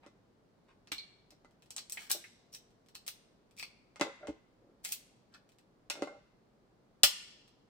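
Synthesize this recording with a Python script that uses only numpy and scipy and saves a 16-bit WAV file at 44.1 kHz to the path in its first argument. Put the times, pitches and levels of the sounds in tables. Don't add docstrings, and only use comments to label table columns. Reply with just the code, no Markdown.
import sys
import numpy as np
from scipy import signal
from scipy.fft import rfft, irfft
from scipy.io import wavfile
from scipy.ndimage import uniform_filter1d

SR = 44100
rng = np.random.default_rng(int(sys.argv[2]) if len(sys.argv) > 2 else 0)


def digitize_waveform(pressure):
    field = np.atleast_2d(pressure).T
    bounded = np.clip(field, -1, 1)
    quanta = np.round(bounded * 32767).astype(np.int16)
    wavfile.write(sys.argv[1], SR, quanta)


N = 339129

# frequency in Hz, relative density in dB per Hz.
AIR_COLOUR = [(15, -39.5), (25, -6.5), (55, -5.5), (80, -16), (102, -3), (161, -5), (185, -2.5), (212, -3),
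              (344, -7), (394, -6.5), (641, -12), (2690, -31), (3820, -32), (4140, -30.5), (16000, -51)]
# frequency in Hz, early energy in dB, early T60 in seconds,
# late energy in dB, late T60 in seconds.
ROOM_BANDS = [(150, -6, 0.07, -19, 0.4), (676, -6.5, 0.067, -3, 0.22), (1830, 2.5, 0.078, -7, 0.74),
              (3600, -1, 0.19, -12.5, 0.81), (8600, -6, 0.11, -16, 0.48), (15000, -4.5, .15, -15.5, 0.13)]
# frequency in Hz, gain in dB.
SHELL_COLOUR = [(30, -27), (100, -21.5), (400, -14.5), (800, -5), (1500, -10.5), (2300, -4), (3100, -1),
                (4400, 0), (5700, 0.5), (6700, -3), (8200, 3), (10500, -7), (15000, -5), (16500, -18.5)]
# start in seconds, length in seconds, rms level in dB,
# brightness in dB per octave, strength of the hollow's resonance in dB.
CRUNCHES_HEARD = [(0.015, 0.052, -67.5, -10, 7), (0.667, 0.07, -73, -8, 7), (1.921, 0.18, -59, -0.5, 4),
                  (2.092, 0.034, -42.5, -3.5, -0.5), (2.52, .03, -57.5, 4, 5),
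                  (3.561, 0.065, -55.5, 3.5, 10), (4.828, .12, -52.5, 2, -4), (5.311, 0.076, -66, -3.5, 18)]
# mode in Hz, strength in dB, T60 in seconds.
BOARD_MODES = [(64, -10, 0.1), (125.5, -15, 0.077), (209, -13, 0.09), (292, -2, .06), (328.4, -6, 0.1),
               (430, 2, 0.018), (582.2, -1, 0.058), (773, -2.5, .04), (1152, -6, .04), (1384, -1.5, 0.048),
               (1435, -6.5, 0.12), (1970, -4, 0.053), (2074, -0.5, 0.12)]
# start in seconds,
# thud energy in dB, favoured pitch in Hz, clack energy in dB.
THUDS_AND_CLACKS = [(0.063, -28.5, 394, -36.5), (.918, -25, 152, -25.5), (1.322, -37, 370, -47),
                    (1.447, -35, 706, -43), (3.959, -44, 396, -30), (3.9971, -21, 373, -24.5),
                    (4.011, -3.5, 315, -5), (4.271, -41, 504, -25.5), (4.2826, -11.5, 250, -42),
                    (4.292, -28, 75.2, -36), (5.903, -21, 920, -24), (5.9541, -29, 496, -28),
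                    (5.976, -25.5, 447, -39), (6.0218, -4.5, 400, -18.5), (6.073, -18.5, 694, -35),
                    (7.035, -18, 111, -19), (7.0355, -8, 810, -11.5)]
# start in seconds,
# energy in dB, lead of the small clicks ahead of it in seconds, resonance in Hz, resonance strength in dB,
# brightness in dB per octave.
CRACKS_AND_CLACK = [(0.873, -35.5, .001, 4970, 7, -6), (0.9192, -12, .002, 3800, 1, -1.5),
                    (1.306, -35.5, .001, 5070, 4, -0.5), (1.7058, -22, 0.0013, 7450, 6.5, -1),
                    (1.7641, -14.5, 0.00073, 7200, 15, -2), (1.781, -16.5, 0.0037, 4200, 6, -1.5),
                    (1.8975, -21, 0.00089, 7450, 8, 2), (1.922, -13, 0.00085, 7630, 4, 5),
                    (1.973, -26.5, 0.0037, 3236, 5, -6.5), (2.1142, -1, 0.015, 4380, 3, 7),
                    (2.538, -26.5, .012, 5540, 29, -1), (2.5484, -22, .001, 5620, 1, 0.5),
                    (2.9521, -22, 0.0039, 4200, -1, -0.5), (3.0786, -12.5, 0.014, 2460, -5.5, 2),
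                    (3.596, -22.5, 0.019, 4950, 17.5, -1.5), (3.627, -19, 0.00092, 4700, 2, -4),
                    (4.849, -12.5, 0.0042, 7210, -4, 1.5), (4.855, -21.5, .001, 2290, 4, 3),
                    (4.922, -8, 0.0035, 2910, -6, 5.5), (5.34, -35, .002, 4700, 23, -5.5),
                    (5.9, -9.5, 0.0011, 6430, 10.5, -4), (7.0336, 9.5, 0.00096, 3650, 6.5, 4),
                    (7.0385, 0, 0.00089, 3430, 5.5, -3)]
# start in seconds, ring energy in dB, favoured pitch in Hz.
DISH_DROPS = [(0.917, -16, 2450), (0.9818, -15.5, 4170)]
# mode in Hz, strength in dB, T60 in seconds.
DISH_MODES = [(2170, 1, .08), (2290, 6.5, 0.085), (2360, -17, .5), (2444, -1, 0.059), (4020, 5, .06),
              (4114, 10, 0.065), (4210, 12, 0.056), (4310, 11, .07), (4420, 5, .09), (4343, -12, 0.5)]
# start in seconds, end in seconds.
GRIP_SHIFTS = [(1.36, 1.68), (2.7, 2.94), (3.501, 3.57), (5.32, 5.6), (7.469, 7.5)]
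# start in seconds, energy in dB,
# pitch of the hollow in Hz.
JOINT_POPS = [(1.972, -19.5, 2124), (2.2405, -27.5, 2060), (3.578, -34, 2400), (3.597, -24.5, 2380),
              (3.6268, -21.5, 2180), (4.852, -25.5, 2133)]
# start in seconds, length in seconds, rms level in dB,
# favoured pitch in Hz.
BOARD_SCRAPES = [(2.131, .046, -53, 482.7), (4.029, 0.077, -50, 590), (4.198, 0.087, -53, 570),
                 (4.273, .04, -44, 312), (4.582, 0.21, -70, 362), (5.92, 0.15, -56, 475),
                 (6.029, 0.17, -58.5, 560)]
# tone in Hz, strength in dB, T60 in seconds.
SNAP_TONES = [(3040, -8.5, .06), (3170, -2.5, .05), (3370, 2, 0.095), (3516, 3.5, 0.053), (3500, -1, 0.043),
              (3780, -7, .05), (4300, 1, 0.025), (4830, -1, .05), (4980, -3.5, 0.028), (5060, 4.5, 0.1),
              (4970, -1.5, 0.074), (5330, -7, 0.047), (8500, -3, 0.027)]

AIR_DB = -69
TOP_HZ = 16500
GRAIN_SIZE, PORT_LAG = 4096, 2
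SLIPS_PER_S = 1100
SPLINTER_COUNT, SPLINTER_DB, SPLINTER_STEP_DB, SPLINTER_CLOSING = 2, -14, -0.5, .7
POP_Q, POP_LEAK_DB = 4.5, -34
CLACK_HZ, CLACK_RING_DB, CLACK_TILT_DB = 6800, 3.5, -8.5
EDGE_HZ, EDGE_DB = 1900, -4.5
TICKS_PER_S, TICK_DB, TICK_SPREAD_DB, TICK_HZ = 9, -46, 7.5, 5207
DROP_CLICK_DB = -6.5
SNAP_S, SNAP_TONES_DB = 7.034, 3
SHELL_ROOM_DB, BOARD_ROOM_DB, DISH_ROOM_DB, SNAP_ROOM_DB = 3, -1.5, 2, -7


def undb(db):
    return 10 ** (np.asarray(db) / 20)


def unit(x):
    return x / np.sqrt(np.sum(x ** 2, axis=-1, keepdims=True))


def decay(t, t60):
    return np.exp(-np.log(1000) * t / t60)


def freqs(size):
    return np.maximum(np.fft.rfftfreq(size, 1 / SR), 1)


def curve(points, hz):
    f, value = np.transpose(points)
    return np.interp(np.log(hz), np.log(f), value)


def causal(gain):
    cepstrum = irfft(np.log(gain + 1e-9))
    half = len(cepstrum) // 2
    cepstrum[1:half] *= 2
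    cepstrum[half + 1:] = 0
    return np.exp(rfft(cepstrum))


def resonance(hz, centre_hz, q):
    return 1 / (1 + 1j * q * (hz / centre_hz - centre_hz / hz))


def add(out, s, x):
    start = max(int(s * SR), 0)
    out[:, start:start + x.shape[-1]] += x[..., :N - start]


def pair(size, likeness):
    shared = np.sqrt(likeness) * rng.standard_normal(size)
    return shared + np.sqrt(1 - likeness) * rng.standard_normal((2, size))


def even(x, size):
    spectrum = rfft(x)
    power = uniform_filter1d(np.abs(spectrum) ** 2, size, axis=-1)
    return spectrum * np.array([causal(np.maximum(p, 1e-12) ** -.5) for p in power])


def spread(mid, side, hz, apart_hz):
    side = side * np.minimum(0.28 + hz / apart_hz, 1)
    return np.array([mid + side, mid - side])


def air():
    hz = freqs(N)
    mid, side = rfft(rng.standard_normal((2, N)))
    noise = irfft(spread(mid, side, hz, apart_hz=1530) * undb(curve(AIR_COLOUR, hz)), N)
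    return noise * undb(AIR_DB) / np.std(noise.mean(axis=0))


def room(first_s=0.0037):
    size = 2 ** 15
    t, hz = np.arange(size) / SR, freqs(size)
    mid, side = even(rng.standard_normal((2, size)), size=200) * np.sqrt(size)
    noise = spread(mid, side, hz, apart_hz=1800)
    log_centres = np.log(np.array(ROOM_BANDS)[:, 0])
    out = np.zeros((2, size))
    for share, (_, early_db, early_t60, late_db, late_t60) in zip(np.eye(len(ROOM_BANDS)), ROOM_BANDS):
        weight = np.interp(np.log(hz), log_centres, share)
        band = irfft(noise * weight) / np.sqrt(2)
        early = undb(early_db) * unit(decay(t, early_t60))
        late = undb(late_db) * unit(decay(t, late_t60))
        out += band * np.hypot(early, late)
    return np.pad(out, ((0, 0), (int(first_s * SR), 0)))


def piece(ring_hz, ring_db, tilt_db):
    hz = freqs(GRAIN_SIZE)
    tilt = tilt_db * np.log2(np.clip(hz, 1000, TOP_HZ) / 4000)
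    colour = undb(curve(SHELL_COLOUR, hz) + tilt)
    q = 4.7 - 0.5 * max(ring_db, 0)
    return causal(colour * np.abs(1 + undb(ring_db) * resonance(hz, ring_hz, q)))


def crack(response, run_s=.0012, after_db=-17, after_s=0.003, likeness=0.46):
    t = np.arange(GRAIN_SIZE) / SR
    envelope = np.sqrt(t) * (np.exp(-(t / run_s) ** 2) + undb(after_db) * np.exp(-t / after_s))
    burst = even(pair(GRAIN_SIZE, likeness) * envelope, size=90)
    return unit(irfft(burst * response))


def slips(length_s, spread_db):
    size = int(length_s * SR)
    happens = rng.random(size) < SLIPS_PER_S / SR
    happens[size // 2] = True
    strength = rng.standard_normal(size) * undb(spread_db * rng.standard_normal(size))
    return happens * strength * np.sqrt(np.hanning(size))


def rubbed(length_s, spread_db, grain):
    fibres = slips(length_s, spread_db)
    return unit(signal.fftconvolve(fibres[None], grain)) * np.sqrt(length_s * SR)


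def struck(modes, favoured_hz, q, scatter, reach):
    t = np.arange(int(.7 * SR)) / SR
    out = np.zeros((2, len(t)))
    for hz, db, t60 in modes:
        hz = hz * (1 + scatter * rng.standard_normal())
        lag = rng.standard_normal((2, 1)) * min(hz / 3000, 1)
        size = undb(db) * np.abs(resonance(favoured_hz, hz, q)) ** 2
        sign = rng.choice([-1, 1])
        out += sign * size * np.cos(2 * np.pi * hz * t + lag) * decay(t, t60)
    edges = [favoured_hz / reach, min(favoured_hz * reach, TOP_HZ)]
    contact = signal.butter(2, edges, "band", fs=SR, output="sos")
    return unit(signal.sosfilt(contact, out))


def shell_hit(s, db, response, gathered_db=3):
    sound = crack(response)
    smooth = unit(irfft(response))
    gathered = unit(sound + undb(gathered_db) * smooth)
    return s, undb(db) * sound, undb(db + SHELL_ROOM_DB) * gathered


def placed(s, db, sound, room_db):
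    return s, undb(db) * sound, undb(db + room_db) * sound


def crunching():
    for s, length_s, db, tilt_db, hollow_db in CRUNCHES_HEARD:
        grain = crack(piece(1500, hollow_db, tilt_db))
        yield placed(s, db, rubbed(length_s, spread_db=4, grain=grain), room_db=0)


def thudding_and_clacking():
    clack = piece(CLACK_HZ, CLACK_RING_DB, CLACK_TILT_DB)
    for s, thud_db, hz, clack_db in THUDS_AND_CLACKS:
        for db, favoured_hz in ((thud_db, hz), (clack_db + EDGE_DB, EDGE_HZ)):
            board = struck(BOARD_MODES, favoured_hz, q=0.35, scatter=0.028, reach=2.6)
            yield placed(s, db, board, BOARD_ROOM_DB)
        yield shell_hit(s, clack_db, clack)


def cracking():
    for s, db, lead_s, ring_hz, ring_db, tilt_db in CRACKS_AND_CLACK:
        response = piece(ring_hz, ring_db, tilt_db)
        for k in range(SPLINTER_COUNT):
            splinter_s = s - lead_s * SPLINTER_CLOSING ** k
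            yield shell_hit(splinter_s, db + SPLINTER_DB + k * SPLINTER_STEP_DB, response)
        yield shell_hit(s, db, response)


def dropping():
    for s, db, hz in DISH_DROPS:
        yield shell_hit(s, db + DROP_CLICK_DB, piece(hz, ring_db=30, tilt_db=-4))
        dish = struck(DISH_MODES, hz, q=1.0, scatter=0.00063, reach=3.0)
        yield placed(s, db, dish, DISH_ROOM_DB)


def fingering():
    tick = piece(TICK_HZ, ring_db=9, tilt_db=-2.5)
    for start_s, end_s in GRIP_SHIFTS:
        length_s = end_s - start_s
        count = int(np.ceil(TICKS_PER_S * length_s))
        for moment, size in rng.random((count, 2)):
            yield shell_hit(start_s + moment * length_s, TICK_DB + TICK_SPREAD_DB * (2 * size - 1), tick)


def popping():
    for s, db, hz in JOINT_POPS:
        hollow = np.abs(resonance(freqs(GRAIN_SIZE), hz, POP_Q)) ** 2 + undb(POP_LEAK_DB)
        yield shell_hit(s, db, causal(hollow))


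def scraping():
    for s, length_s, db, hz in BOARD_SCRAPES:
        board = struck(BOARD_MODES, hz, q=1.0, scatter=0.036, reach=3.3)
        yield placed(s, db, rubbed(length_s, spread_db=1.0, grain=board), BOARD_ROOM_DB)


def snap_colour():
    tones = struck(SNAP_TONES, 3800, q=0.27, scatter=.001, reach=2.0)
    yield placed(SNAP_S, SNAP_TONES_DB, tones, SNAP_ROOM_DB)


def scene(left_db=0.35):
    house, walls = air(), room()
    direct, to_room = np.zeros((2, N)), np.zeros((2, N))
    sources = (crunching, thudding_and_clacking, cracking, dropping,
               fingering, popping, scraping, snap_colour)
    for source in sources:
        for s, straight, sent in source():
            add(direct, s, straight)
            add(to_room, s, sent)
    direct[1] = np.roll(direct[1], PORT_LAG)
    echo = signal.fftconvolve(to_room, walls, axes=1)[:, :N]
    return (direct + echo) * undb([[left_db], [-left_db]]) + house


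def record(dry):
    rounded = np.tanh(dry)
    low_pass = signal.ellip(8, .2, 70, TOP_HZ, fs=SR, output="sos")
    return signal.sosfilt(low_pass, rounded)


dry = scene()
out = record(dry)
digitize_waveform(out)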